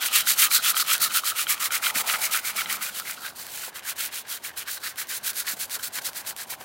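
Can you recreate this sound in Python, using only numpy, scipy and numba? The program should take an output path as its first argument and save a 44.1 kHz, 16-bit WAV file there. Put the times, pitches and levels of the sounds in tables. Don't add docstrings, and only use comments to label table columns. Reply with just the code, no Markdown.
import sys
import numpy as np
from scipy import signal
from scipy.fft import rfft, irfft
from scipy.io import wavfile
from scipy.ndimage import uniform_filter1d
from numba import njit

SR = 44100
rng = np.random.default_rng(int(sys.argv[2]) if len(sys.argv) > 2 else 0)


def generate_wav(signal):
    frames = np.transpose(np.atleast_2d(signal))
    scaled = np.clip(frames, -1, 1) * 32767
    pcm = np.round(scaled).astype(np.int16)
    wavfile.write(sys.argv[1], SR, pcm)


N = 292824
TIME = np.arange(N) / SR


def undb(db):
    return 10 ** (np.asarray(db) / 20)


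def unit(x):
    return x / np.sqrt(np.mean(x ** 2))


def colour(x, points):
    hz, db = np.transpose(points)
    axis = np.log(np.maximum(np.arange(N // 2 + 1) * SR / N, 1))
    return irfft(rfft(x) * undb(np.interp(axis, np.log(hz), db)), N)


@njit
def svf(x, hz, width_hz):
    y, band, low = np.empty(len(x)), 0., 0.
    for i in range(len(x)):
        g, k = np.tan(np.pi * hz[i] / SR), width_hz / hz[i]
        v = (band + g * (x[i] - low)) / (1 + g * (g + k))
        band, low, y[i] = 2 * v - band, low + 2 * g * v, k * v
    return y


def resonate(x, hz, width_hz):
    return svf(x, np.ones(len(x)) * hz, float(width_hz))


def walk(per_s):
    k = int(SR / per_s)
    steps = np.repeat(rng.standard_normal(N // k + 1), k)
    return 1.66 * uniform_filter1d(uniform_filter1d(steps, k), k)[:N]


def grains(per_s, scatter_db):
    clicks = (rng.random(N) < per_s / SR) * rng.standard_normal(N)
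    return unit(clicks * undb(scatter_db * np.minimum(rng.exponential(size=N), 3)))


def add(out, s, sound):
    i = int(s * SR)
    out[i:i + len(sound)] += sound[:N - i]


# (frequency [Hz], gain [dB])
AIR_SPECTRUM = [(20, -20), (40, -13), (90, -5), (140, -8), (200, -4), (300, -7), (450, -5.5), (800, -2),
                (1100, -3), (1500, -22), (3000, -14), (8000, -37), (16000, -59)]
# (time [s], middle level [dB], bass level [dB])
RUMBLE_SWELLS = [(0.0, -49, -59.5), (0.83, -51, -57), (1.8, -48.5, -59.5), (2.09, -42, -54),
                 (2.18, -41, -53.5), (2.45, -51, -58.5), (3.12, -51.5, -61), (3.6, -53, -60.5),
                 (4.798, -54.5, -65), (5.8, -52.5, -60), (6.27, -51, -56.5), (6.64, -52, -60.5)]

def outdoors():
    s, middle_db, bass_db = np.transpose(RUMBLE_SWELLS)
    air = unit(colour(rng.standard_normal(N), AIR_SPECTRUM))
    middle = resonate(resonate(air, 800, 1300), 800, 760)
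    bass = resonate(air, 200, 160)
    bed = undb(-51) * (air - middle - bass)
    gust_db = walk(8)
    rumble = unit(middle) * undb(np.interp(TIME, s, middle_db) + gust_db)
    rumble += unit(bass) * undb(np.interp(TIME, s, bass_db) + gust_db + 1.6 * walk(8.1))
    side = undb(-70.5) * unit(colour(rng.standard_normal(N), AIR_SPECTRUM))
    return rumble + bed, side


# (time [s], peak level [dB], pitch [Hz])
SEAT_KNOCKS = [(1.959, -32, 251), (1.999, -30, 748), (2.229, -39, 686), (2.553, -32, 750),
               (3.679, -32.5, 690), (5.534, -38.5, 278), (5.763, -28.5, 820), (5.985, -28.5, 729),
               (6.087, -32, 724), (6.306, -35, 643), (6.522, -32.5, 799), (6.609, -32, 654)]

def knocks():
    out, t = np.zeros(N), np.arange(3000) / SR
    for s, db, hz in SEAT_KNOCKS:
        thump = resonate(rng.standard_normal(len(t)) * np.exp(-t / .007), hz, .7 * hz)
        add(out, s, undb(db) * thump / np.abs(thump).max())
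    return out


def rocking(slips):
    return unit(resonate(resonate(slips, 450, 800), 450, 960))


# (time [s], level [dB])
GRAIN_TICKS = [(0.98, -14.5), (2.7274, -14), (2.9994, -16.5), (3.0194, -32), (3.3994, -29), (3.429, -43),
               (3.467, -22.5), (3.5304, -34), (3.5746, -23), (3.587, -31), (3.6394, -24), (3.7579, -31),
               (3.794, -25), (3.8974, -24), (4.9586, -30), (5.071, -28), (5.3328, -28), (5.4044, -17),
               (5.485, -34), (5.697, -25), (6.1325, -26), (6.3644, -25)]

def loose_grains():
    out, t = np.zeros(N), np.arange(1500) / SR
    for s, db in GRAIN_TICKS:
        add(out, s, undb(db - 1) * rng.standard_normal(len(t)) * np.exp(-t / .00087))
    return out


# (frequency [Hz], width [Hz], gain [dB])
SHELL_RINGS = [(2064, 440, 0.5), (2360, 110, 1.5), (2800, 1040, 0), (3144, 150, 4), (3904, 220, 3),
               (4450, 660, 0.5)]

def upper_rings(free_hz, chatter_db):
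    out = np.zeros(N)
    for hz, width_hz, db in SHELL_RINGS:
        freedom = .35 + 1.1 * np.exp(-(np.log(hz / free_hz) / .25) ** 2)
        rub = grains(per_s=2200, scatter_db=3.5) * undb(db + 2 * walk(60) + .6 * chatter_db)
        out += freedom * resonate(rub, hz * (1 + .026 * walk(20)), width_hz)
    return unit(out)


def lowest_ring(slips, hz):
    hz = hz * (1 + .037 * walk(25))
    narrow = unit(resonate(resonate(slips, hz, 300), hz, 380))
    broad = unit(resonate(slips, hz, 830))
    rim = np.clip((hz - 1400) / 200, 0, 1)
    return (1 - .79 * rim) * narrow + 1.35 * rim * broad


# (time [s], level [dB], crack gain [dB], ring pitch [Hz])
PAPER_SNAGS = [(0.0144, -21, -8, 1490), (0.2704, -14.5, -14, 1490), (0.5132, -14.5, -16, 1400),
               (0.7443, -17, -22, 1360), (0.7668, -11, -26, 1330), (1.1701, -16, 0, 1390),
               (1.2357, -13, -19, 1200), (1.4682, -16.5, -16, 1410), (1.706, -15, -11, 1440),
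               (1.8467, -25, -8, 2240), (1.8662, -8, -15, 1400), (1.9006, -14, -26, 2000),
               (1.9579, -16, -21, 2150), (2.098, -13, -26, 1410), (2.364, -14, -11, 1370),
               (2.4478, -22, -8, 2200), (2.617, -17, 2, 1400), (2.6584, -21, -2, 2060),
               (2.7013, -18, -14, 2100), (3.02, -27, -5, 1300), (3.7589, -25, 0, 1420),
               (3.8516, -27, -15, 1680), (4.4483, -24, -8, 2230), (4.5688, -27, -8, 1540),
               (4.981, -28, -16, 1610), (5.2757, -24, -8, 1600), (5.7952, -27, -2, 1570),
               (5.9847, -21.5, 13, 1510), (6.3073, -25.5, -8, 1960), (6.5026, -30, -8, 2260),
               (6.5271, -29, -8, 2330)]

def snags():
    out, t = np.zeros(N), np.arange(1500) / SR
    for s, db, crack_db, hz in PAPER_SNAGS:
        noise = uniform_filter1d(rng.standard_normal(len(t)), size=7)
        crack = undb(crack_db) * noise * np.exp(-t / .0029)
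        ring = np.sin(2 * np.pi * hz * t) * np.exp(-t / .0022)
        for upper_hz, width_hz, gain_db in SHELL_RINGS:
            size = .28 * rng.standard_normal() * undb(gain_db)
            ring += size * np.sin(2 * np.pi * upper_hz * t) * np.exp(-np.pi * width_hz * t)
        attack = np.minimum(t / .0012, 1)
        add(out, s, undb(db) * (ring + crack) * attack)
    return out


# (frequency [Hz], gain [dB])
GRIT_SPECTRUM = [(500, -36), (1000, -14.5), (1800, -4), (3000, -6.5), (4200, -2), (5300, -4), (8000, -2),
                 (12000, -1.5), (15500, -3)]

def grit():
    return unit(colour(grains(per_s=26000, scatter_db=1), GRIT_SPECTRUM))


def scratching(speed_db):
    hiss = grit()
    dull = resonate(hiss, 3000, 7400)
    return dull + (hiss - dull) * undb(.15 * speed_db + walk(70))


# (frequency [Hz], side gain [dB])
SIDE_SPECTRUM = [(800, -50), (1500, -77), (2300, -15.5), (4400, -18.5), (8000, -15.5), (11000, -8),
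                 (15500, -6)]

def hiss_side(hiss):
    return colour(.83 * grit() - .15 * hiss + .4 * np.gradient(hiss), SIDE_SPECTRUM)


# (time the grit bites [s], creep before it [ms], speeding up [ms], slowing [ms],
# level at fastest [dB], level at the turn before [dB], lowest ring level [dB], freest ring [Hz])
HAND_STROKES = [(0.013, 2, 42.4, 28.5, -24.0, -49, -40.5, 3080), (0.129, 15, 38, 51, -20.5, -37, -40, 2920),
                (0.267, 11, 23.6, 49, -19.5, -41.0, -40, 3900), (0.38, 16, 45, 43.3, -18, -45, -34.5, 2780),
                (0.51, 5, 41.6, 31, -19.5, -41, -37.5, 4320), (0.63, 6, 70, 17, -19.5, -36.5, -35.5, 2920),
                (0.764, 10, 33.3, 27, -19.5, -40.5, -36.5, 4600),
                (0.873, 7, 62, 30, -21.5, -39, -36.5, 2900), (1.006, -4, 28.6, 42, -21.5, -42, -36, 4700),
                (1.12, 20, 57.6, 23, -23, -48, -39, 3230), (1.246, 8, 35, 30, -22.5, -42, -37, 3760),
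                (1.361, 9, 53, 27, -25.0, -43, -40, 3020), (1.486, 6, 27, 31.6, -22.5, -44, -41.5, 2020),
                (1.601, 5, 52.5, 24, -24.5, -43.5, -37, 2240),
                (1.719, 9, 26.5, 37, -24, -48.0, -35.5, 2060),
                (1.824, 6, 31, 52, -25.5, -44.5, -37.5, 2210), (1.951, 7, 22, 44, -23.5, -46, -37, 2060),
                (2.062, 13, 33, 75, -25.5, -43.5, -37, 2280), (2.212, 24, 37.6, 22, -23, -44.0, -36, 2030),
                (2.313, 0, 20, 63, -25.0, -40.5, -37.5, 2300),
                (2.446, 12, 16.6, 50, -25.5, -45, -39.5, 2000), (2.559, 4, 8.2, 80, -27.5, -45, -42, 2320),
                (2.691, 17, 15, 61, -28.0, -42, -37, 2340), (2.812, 10, 19, 67, -30.5, -45, -41.5, 2150),
                (2.945, 0, 35, 25, -31, -42, -43.5, 3610), (3.046, -3, 48, 55, -34, -43, -45.5, 2140),
                (3.202, 7, 58, 49, -38.0, -46, -47, 4470), (3.355, 0, 47, 90, -39, -57, -54, 4870),
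                (3.495, 2, 87, 39, -35.5, -43, -55, 2410), (3.585, 0, 49, 60, -36, -42, -48.5, 2410),
                (3.747, 2.5, 11, 40, -38.5, -59, -45, 3100), (3.85, 12, 54, 21, -31, -59, -46, 2380),
                (3.981, 16, 26.4, 69.5, -28.5, -61, -47.5, 2520),
                (4.124, 10, 34, 57.5, -33, -56, -51.5, 2920), (4.283, 12, 40.5, 53, -33, -62.0, -48, 3700),
                (4.437, 10, 14.5, 44, -33.5, -57, -47.5, 2230), (4.569, 2, 11, 47.5, -31.5, -56, -52, 2410),
                (4.67, 0, 47, 59, -32.5, -61, -47.5, 4130), (4.831, 27, 12, 74, -33, -60, -46.5, 4130),
                (4.976, 4, 20.5, 35, -30.5, -59, -45.5, 4470), (5.088, 9, 23, 73, -30.5, -53, -47.5, 3960),
                (5.239, 0, 39, 33.5, -28, -54, -46, 3850), (5.357, 17, 37, 33, -28.5, -51.0, -48.5, 4130),
                (5.468, 14, 25.4, 46.6, -28, -50.0, -49, 4650), (5.595, 28, 11, 50, -29, -61, -48.5, 4200),
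                (5.705, 0, 48.4, 17, -29, -52.0, -47.5, 4280), (5.827, 36, 7, 46, -29.5, -49, -44.5, 4130),
                (5.93, 3, 29.5, 33.4, -30, -55.0, -44, 4650), (6.046, 28, 14, 34, -28.5, -54.0, -48, 4130),
                (6.149, 12, 27, 38, -33.5, -54.0, -49, 4650), (6.263, 11, 14, 41, -30, -53, -50.5, 4100),
                (6.368, 2, 26, 45, -35.0, -59.0, -49.5, 4470), (6.494, 19, 15.4, 33.6, -32, -55, -51, 2200),
                (6.599, -1, 12, 29, -44, -57, -56, 2060)]

def hand():
    bites, creep_ms, up_ms, down_ms, top_db, turn_db, ring_db, free_hz = np.transpose(HAND_STROKES)
    shoulder_db, creep_db = 7.5, 13
    start_db_per_s, stop_db_per_s = 1200, 1000
    peaks = bites + up_ms / 1000
    brakes = peaks + down_ms / 1000
    creeps = bites - np.maximum(creep_ms, 0) / 1000
    turns = np.append(0, (brakes[:-1] + creeps[1:]) / 2)
    slide_db = np.interp(TIME, turns, turn_db)
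    for creep, bite, peak, brake, db in zip(creeps, bites, peaks, brakes, top_db):
        span = slice(max(int((bite - .1) * SR), 0), int((brake + .1) * SR))
        t = TIME[span]
        off_peak = np.where(t < peak, (peak - t) / (peak - bite), (t - peak) / (brake - peak))
        drop = shoulder_db * np.clip(off_peak, 0, 1) ** 2
        drop += start_db_per_s * np.maximum(bite - t, 0) + stop_db_per_s * np.maximum(t - brake, 0)
        creep_drop = creep_db + start_db_per_s * np.maximum(creep - t, 0)
        drop = np.where(t < bite, np.minimum(drop, creep_drop), drop)
        slide_db[span] = np.maximum(slide_db[span], db - drop)
    slide_db = uniform_filter1d(slide_db, size=120)
    stroke = np.searchsorted(turns[1:], TIME)
    held = lambda column: uniform_filter1d(column[stroke], size=800)
    speed_db = slide_db - held(top_db)
    return slide_db, speed_db, held(ring_db), held(free_hz)


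# (time [s], lowest ring [Hz], upper ring gain [dB])
CROWN_TO_RIM = [(0.0, 1415, -2), (0.8, 1330, -3), (1.5, 1285, -1), (1.7, 1270, 1), (3.15, 1423, 1),
                (3.452, 1540, -4), (4.7, 1630, -3.5), (5.3, 1510, -7), (5.5, 1580, -10), (6.3, 1560, -9),
                (6.64, 1490, -0.5)]

def sanding():
    slide_db, speed_db, ring_db, free_hz = hand()
    s, *columns = np.transpose(CROWN_TO_RIM)
    ring_hz, upper_db = (np.interp(TIME, s, column) for column in columns)
    pressure = undb(slide_db + 1.5 + walk(300) + .8 * walk(110))
    hiss = scratching(speed_db)
    chatter_db = 3 * walk(100)
    slips = grains(per_s=2500, scatter_db=2) * undb(chatter_db)
    lowest = lowest_ring(slips, ring_hz) * undb(ring_db + 5 + .46 * speed_db)
    upper = upper_rings(free_hz, chatter_db) * undb(slide_db + upper_db - 4.5 - .2 * speed_db)
    push = rocking(slips) * undb(ring_db - 18 + .24 * speed_db)
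    return pressure * hiss + lowest + upper, pressure * hiss_side(hiss), push


def scene():
    paper, paper_side, push = sanding()
    air, air_side = outdoors()
    radiation = signal.butter(4, 1080, "high", fs=SR, output="sos")
    shell = signal.sosfilt(radiation, paper + snags() + loose_grains())
    mid = shell + push + knocks() + air
    side = paper_side + air_side
    lean_right_db = .25
    return np.array([(mid + side) * undb(-lean_right_db / 2), (mid - side) * undb(lean_right_db / 2)])


def record(dry):
    low_cut = signal.butter(2, 65, "high", fs=SR, output="sos")
    top_cut = signal.ellip(12, .2, 80, 15900, fs=SR, output="sos")
    return signal.sosfilt(top_cut, signal.sosfilt(low_cut, dry))


dry = scene()
out = record(dry)
generate_wav(out)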